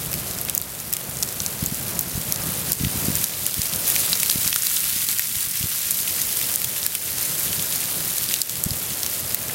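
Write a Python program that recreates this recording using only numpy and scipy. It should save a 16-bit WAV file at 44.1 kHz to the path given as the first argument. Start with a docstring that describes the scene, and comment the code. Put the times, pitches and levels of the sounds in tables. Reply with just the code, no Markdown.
"""Sleet pellets fall on a dry leaf and icy ground at night.
Near ones tick, ring the struck spot and bounce once; countless far ones patter and fizz.
A light wind rumbles, and its eddies now and then buffet the microphone.
The hardest ticks push the recorder's limiter, so the patter ducks briefly after them."""
import sys
import numpy as np
from scipy import signal
from scipy.fft import rfft, irfft, next_fast_len
from scipy.io import wavfile
from scipy.ndimage import uniform_filter1d, map_coordinates

SR = 44100
rng = np.random.default_rng(int(sys.argv[2]) if len(sys.argv) > 2 else 0)


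def store_wav(level_fs):
    """Save 16-bit WAV to argv[1]."""
    pcm = np.round(np.clip(np.atleast_2d(level_fs), -1, 1) * 32767)
    wavfile.write(sys.argv[1], SR, pcm.T.astype(np.int16))


N = 420713

# wind strength: (time [s], relative rumble level [dB], relative air rush level [dB])
WIND_LEVELS = [(0.0, -37, -42), (0.29, -39.5, -40), (0.64, -43, -44), (1.83, -39.5, -41.5),
               (2.63, -37.5, -42), (3.0, -36, -39), (3.4, -41, -44), (4.01, -43.5, -41), (4.38, -44, -45),
               (4.59, -46.5, -49.5), (5.21, -49.5, -58), (5.74, -49.5, -53), (6.3, -43.5, -44.5),
               (6.93, -45, -45), (7.52, -42.5, -44), (8.1, -44, -43.5), (8.26, -43, -44), (9.54, -44, -42)]
# shower strength: (time [s], relative level [dB])
SHOWER_LEVELS = [(0.0, -31), (0.4, -31), (0.64, -33.5), (1.86, -30), (2.55, -28), (3.03, -25.5),
                 (3.43, -27), (3.82, -25), (3.96, -21), (4.97, -22.5), (5.29, -26), (6.35, -23.5),
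                 (6.93, -26.5), (7.44, -24.5), (8.13, -25), (8.5, -26), (9.11, -27.5), (9.54, -28)]


def amp(db):
    """Decibels to gain."""
    return 10 ** (np.asarray(db) / 20)


def unit_rms(x):
    """Scale to rms 1."""
    return x / np.sqrt(np.mean(x ** 2) + 1e-20)


def unit_energy(x):
    """Scale to the energy of 1 ms at rms 1."""
    return unit_rms(x) * np.sqrt(SR / 1000 / len(x))


def curves(rows):
    """Per-sample curve for each column after the time."""
    times_s, *columns = np.transpose(rows)
    return [np.interp(np.arange(N) / SR, times_s, column) for column in columns]


def wobble(rate_hz):
    """Smooth random curve with knots at rate_hz."""
    return map_coordinates(rng.standard_normal(1024), [np.arange(N) * rate_hz / SR], mode="wrap")


def filtered(x, response):
    """Apply a complex frequency response."""
    size = next_fast_len(len(x) + min(len(x), 8192))
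    return irfft(rfft(x, size) * response(np.fft.rfftfreq(size, 1 / SR)), size)[:len(x)]


def coloured(x, spectrum):
    """Shape by (frequency [Hz], gain [dB]) points; rms 1."""
    points_hz, gain_db = np.transpose(spectrum)
    return unit_rms(filtered(x, lambda hz: amp(np.interp(np.log(hz + 1), np.log(points_hz), gain_db))))


def add(track, time_s, sound):
    """Mix a sound in at time_s."""
    part = track[max(0, round(time_s * SR)):][:len(sound)]
    part += sound[:len(part)]


def arrivals(rate_hz, level_db, scatter_db=4):
    """Random events around a level curve: (time [s], level [dB], draw [0-1], draw [0-1])."""
    when, strength, *spare_draws = rng.random((256, 4))[:int(rate_hz * N / SR)].T
    db = level_db[(when * N).astype(int)] + scatter_db * (2 * strength - 1)
    return np.transpose([when * N / SR, db, *spare_draws])


def wind(rumble_gain_db=2, air_gain_db=2, lumps_db=2, gust_db=1.2):
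    """Lumpy rumble under a soft rush of air; both swell in small gusts."""
    # noise spectra: (frequency [Hz], gain [dB])
    rumble_spectrum = [(15, -35), (28, -21), (50, -10.5), (80, -2.5), (115, 0.5), (180, -1), (260, -8.5),
                       (400, -20), (900, -31)]
    air_spectrum = [(80, -11), (200, -11), (330, 0), (600, 0), (850, -4.5), (1400, -5.5), (3000, -14),
                    (8000, -68)]
    rumble_db, air_db = curves(WIND_LEVELS)
    rumble_gain = amp(rumble_db + rumble_gain_db + lumps_db * wobble(rate_hz=25))
    rumble = rumble_gain * coloured(rng.standard_normal(N), rumble_spectrum)
    gusts = amp(gust_db * wobble(rate_hz=7))
    air = amp(air_db + air_gain_db) * coloured(rng.standard_normal(N), air_spectrum)
    return gusts * (rumble + air)


def weak_eddies(centre_hz, rate_hz=4, boost_db=10, span_oct=0.79):
    """Small random eddies riding on the rumble: (time [s], level [dB], pitch [Hz])."""
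    rumble_db, _ = curves(WIND_LEVELS)
    return [(time_s, db, centre_hz * 2 ** (span_oct * (smallness - 0.5)))
            for time_s, db, smallness, _ in arrivals(rate_hz, rumble_db + boost_db)]


def swirls(eddies, centre_hz, count=2, gain_db=-12, scatter_s=0.045, scatter_db=3.5, scatter_oct=0.46):
    """Smaller eddies around each strong one: (time [s], level [dB], pitch [Hz])."""
    draws = rng.standard_normal((len(eddies), count, 3))
    return [(time_s + scatter_s * lag,
             db + gain_db + scatter_db * strength,
             centre_hz * 2 ** (scatter_oct * smallness))
            for (time_s, db, _), group in zip(eddies, draws) for lag, strength, smallness in group]


def buffets(gain_db=3, eddy_hz=168, bluntness=3.36, leak_hz=85, size=2048):
    """Each eddy pushes and pulls the diaphragm once; a sharper crest reaches higher frequencies."""
    # strongest eddies at the microphone: (time [s], relative peak [dB], pitch [Hz])
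    strong_eddies = [(1.416, -26, 129), (1.629, -15, 153), (1.725, -19, 172), (2.075, -25, 189),
                     (2.155, -19, 100), (2.179, -17.5, 146), (2.812, -15, 128), (2.837, -11.5, 185),
                     (2.851, -13, 120), (2.871, -12.5, 146), (2.978, -19, 134), (3.085, -11, 204),
                     (3.103, -17, 180), (3.595, -17, 115), (4.359, -16.5, 190), (4.463, -25.5, 170),
                     (4.963, -26.5, 196), (5.039, -30, 158), (5.37, -28, 93), (5.474, -31, 109),
                     (5.611, -23, 137), (5.642, -18, 145), (5.658, -26, 160), (8.664, -12.5, 121)]
    out = np.zeros(N)
    t = (np.arange(size) - size / 2) / SR
    for time_s, db, hz in list(strong_eddies) + swirls(strong_eddies, eddy_hz) + weak_eddies(eddy_hz):
        phasor = np.exp(2j * np.pi * rng.random())
        push = phasor / (1 - 2j * np.pi * hz * t / bluntness) ** bluntness
        add(out, time_s + t[0], amp(db + gain_db) * push.real * np.hanning(size))
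    # slow pressure leaks past the diaphragm
    return filtered(out, lambda hz: 1j * hz / (leak_hz + 1j * hz))


def ring(spot_hz, t60_cycles=45, max_t60_s=0.022, size=1536):
    """The struck spot swings on briefly, with two weaker modes close by."""
    t = np.arange(size) / SR
    modes_hz = spot_hz * np.array([1, rng.uniform(0.82, 0.92), rng.uniform(1.1, 1.3)])[:, None]
    modes_db = np.array([0, -10, -8])[:, None]
    t60_s = np.minimum(t60_cycles / modes_hz, max_t60_s)
    modes = amp(modes_db - 60 * t / t60_s) * np.sin(2 * np.pi * modes_hz * t)
    return unit_energy(modes.sum(0))


def impact(edge_hz, slope_db_oct, crack_t60_s=0.003, rattle_t60_s=0.026, rattle_db=-20,
           attack_s=0.00016, edge_q=1.54, leaf_hz=1250, top_hz=15000, size=768):
    """One pellet: brittle crunch and faint rattle, coloured by the struck spot."""
    t = np.arange(size) / SR
    decay = amp(-60 * t / crack_t60_s) + amp(rattle_db - 60 * t / rattle_t60_s)
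    crunch = rng.standard_normal(size) * decay * (1 - np.exp(-t / attack_s))
    # cut below the leaf's lowest mode
    crunch = signal.sosfilt(signal.butter(4, leaf_hz, "high", fs=SR, output="sos"), crunch)

    def spot_response(hz):
        s = 1j * (hz + 1) / edge_hz
        radiation = s * s / (s * s + s / edge_q + 1)  # a small surface radiates little below edge_hz
        tilt = s ** (slope_db_oct / (20 * np.log10(2)))
        return radiation * tilt / np.sqrt(1 + (hz / top_hz) ** 24)
    return unit_energy(filtered(crunch, spot_response))


def patter(rate_hz, low_hz, high_hz, spread_db, ring_db, spots=24):
    """Pellets land at random on spots of many pitches; most are far and faint."""
    out = np.zeros(N)
    for spot_hz in np.geomspace(low_hz, high_hz, spots):
        when, distance, polarity = rng.random((4000, 3))[:int(rate_hz * N / SR / spots)].T
        nearness = -np.log(0.02 + 0.98 * distance)
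        blows = np.bincount((when * N).astype(int), amp(spread_db * nearness) * np.sign(polarity - 0.5), N)
        tick = amp(ring_db) * ring(spot_hz)
        add(tick, 0, impact(spot_hz, slope_db_oct=-1.1))
        out += signal.oaconvolve(blows, tick)[:N]
    # flatten the summed spectrum
    spectrum = rfft(out)
    smooth_power = np.abs(uniform_filter1d(np.abs(spectrum) ** 2, 1501))
    return unit_rms(irfft(spectrum / np.sqrt(smooth_power + 1e-9), N))


def shower(coarse_gain_db=-7, fine_gain_db=1, hiss_db=-3, flurry_db=0.9, coarse_swell=0.88):
    """Coarse pellets patter, fine ones fizz, the farthest merge into hiss; all in small flurries."""
    # pellet spectra: (frequency [Hz], gain [dB])
    coarse_spectrum = [(300, -20), (800, -12.5), (1200, -4.5), (1900, -0.5), (3500, 1), (5500, -1),
                       (9000, 0.5), (16000, -6.5)]
    fine_spectrum = [(800, -23.5), (2500, -12), (5000, -6.5), (8000, -4), (10500, -1.3), (13000, 0),
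                     (15000, -3.5), (16000, -3)]
    fine_db, = curves(SHOWER_LEVELS)
    coarse_db = fine_db.mean() + coarse_swell * (fine_db - fine_db.mean())
    coarse = patter(rate_hz=900, low_hz=1405, high_hz=6910, spread_db=3.5, ring_db=-5)
    coarse += amp(hiss_db) * rng.standard_normal(N)
    fine = patter(rate_hz=1800, low_hz=3070, high_hz=12600, spread_db=4.5, ring_db=-6.5)
    fine += amp(hiss_db) * rng.standard_normal(N)
    coarse = amp(coarse_db + coarse_gain_db) * coloured(coarse, coarse_spectrum)
    fine = amp(fine_db + fine_gain_db) * coloured(fine, fine_spectrum)
    return amp(flurry_db * wobble(rate_hz=32)) * (coarse + fine)


def soft_hits(rate_hz=10, boost_db=6.5, swell=0.74, low_hz=2400, high_hz=9000,
              dull_db_oct=-2, bright_db_oct=7):
    """Random near pellets, harder as the shower grows; columns as in hard_hits."""
    shower_db, = curves(SHOWER_LEVELS)
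    level_db = shower_db.mean() + swell * (shower_db - shower_db.mean()) + boost_db
    return [(time_s, db,
             low_hz * (high_hz / low_hz) ** spot,
             dull_db_oct + (bright_db_oct - dull_db_oct) * hardness)
            for time_s, db, spot, hardness in arrivals(rate_hz, level_db)]


def near_pellets(gain_db=1, edge_ratio=1.11, ring_db=-8.5, ring_loss_oct=1.24,
                 bounce_db=-19, bounce_s=0.013):
    """Single ticks on and beside the leaf; each crunches, rings and hops once. Dull hits ring most."""
    # hardest near pellets: (time [s], relative level [dB], spot pitch [Hz], brightness [dB/octave])
    hard_hits = [(0.1298, -16, 2570, 5.5), (0.14, -16, 2260, 6), (0.311, -20, 4780, 7),
                 (0.4138, -15, 7540, 13), (0.4505, -17, 4370, 13), (0.4863, -22.5, 2560, -6),
                 (0.4973, -11.5, 3070, 7), (0.55, -9.5, 5250, 12), (0.578, -4.5, 6040, 6),
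                 (0.6156, -13, 4850, 15), (0.9278, -12, 1920, 9), (0.9364, -10, 4600, 5.5),
                 (0.9675, -15.5, 2900, 3.5), (1.2266, -12, 6400, -1), (1.2312, -11.5, 4360, 0.5),
                 (1.403, -18.5, 5900, -8), (1.4626, -13.5, 6060, -3), (1.639, -17.5, 2210, 8),
                 (1.6613, -12, 6560, 5), (1.992, -8.5, 3170, 9.5), (2.0098, -13, 9530, 6),
                 (2.3233, -7, 4700, 8), (2.36, -18, 6250, -4), (2.7197, -2.5, 4100, 7.5),
                 (2.7312, -6.5, 5400, 4), (2.8478, -15.5, 1990, -0.5), (3.154, -10, 6000, 5),
                 (3.2415, -5, 3840, 6.5), (3.3388, -25, 3520, -5), (3.4653, -8.5, 2900, 6),
                 (3.5421, -14, 2850, 7), (3.6176, -12, 5670, 1), (3.9015, -10, 6900, 4),
                 (4.1293, -21, 4030, 0), (4.1308, -6.5, 4030, -4), (4.135, -16, 4000, -5),
                 (4.232, -6.5, 2640, 1.5), (4.2602, -14, 3070, 4), (4.299, -7, 5840, -2),
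                 (4.3098, -8, 8800, 1), (4.3142, -12, 3200, 2), (4.477, -7, 4760, -0.5),
                 (4.5287, -11, 2620, -0.5), (4.5502, -19, 4300, 13), (4.5606, -6, 1410, 3.5),
                 (4.6222, -13, 6700, -1), (4.669, -10.5, 3900, 2), (4.765, -12.5, 6650, -1.5),
                 (5.0878, -13, 3570, 2), (5.1949, -9, 1900, 3), (5.9086, -9.5, 8000, 0),
                 (6.0008, -18, 4160, 3), (6.2167, -12, 8500, -0.5), (6.4139, -16, 2050, 4),
                 (6.559, -4.5, 5800, 7), (6.6447, -9, 3400, 3), (6.6177, -12.5, 1870, 5),
                 (6.8645, -4, 1690, 7.5), (6.9516, -10.5, 2600, 2), (7.0786, -27, 2200, -5),
                 (7.5958, -20, 3510, -2), (8.1826, -13.5, 6900, -3), (8.311, -20, 1820, 2),
                 (8.34, -7, 2800, 3.5), (8.4171, 0, 4500, 7), (8.4953, -13, 3420, 3), (8.6385, -5, 5900, 4),
                 (8.707, -14.5, 3940, 3), (9.0321, -13, 4200, 0.5), (9.0634, -14, 3040, 1.5),
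                 (9.3459, -6.5, 2000, 9), (9.4964, -31, 1760, -12)]
    out = np.zeros(N)
    for time_s, db, spot_hz, slope_db_oct in list(hard_hits) + soft_hits():
        edge_hz = edge_ratio * spot_hz
        add(out, time_s, amp(db) * impact(edge_hz, slope_db_oct, crack_t60_s=0.0034))
        add(out, time_s, amp(db + ring_db - ring_loss_oct * slope_db_oct) * ring(spot_hz))
        hop_s = bounce_s * np.exp(0.5 * rng.standard_normal())
        add(out, time_s + hop_s, amp(db + bounce_db) * impact(edge_hz, slope_db_oct))
    return amp(gain_db) * out


def scene():
    """Sleet and wind at one microphone."""
    return (near_pellets() + shower() + wind() + buffets())[None]


def limiter(x, ceiling_db=-8.5, release_s=0.092, window=44):
    """Gain drops at once when the 1 ms level passes the ceiling, then recovers."""
    level_db = 10 * np.log10(np.abs(uniform_filter1d(x * x, window)) + 1e-12)
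    excess_db = np.maximum(level_db - ceiling_db, 1e-9)
    age = np.arange(N) / SR / release_s
    cut_db = np.exp(np.maximum.accumulate(np.log(excess_db) + age) - age)  # decaying peak hold
    return x * amp(-uniform_filter1d(cut_db, window))


def record(dry, top_hz=15900):
    """Limiter, soft clip at full scale, band limit."""
    x = limiter(dry[0])
    rounded = x / (1 + np.abs(x) ** 6) ** (1 / 6)
    return filtered(rounded, lambda hz: hz < top_hz)[None]


dry = scene()
out = record(dry)
store_wav(out)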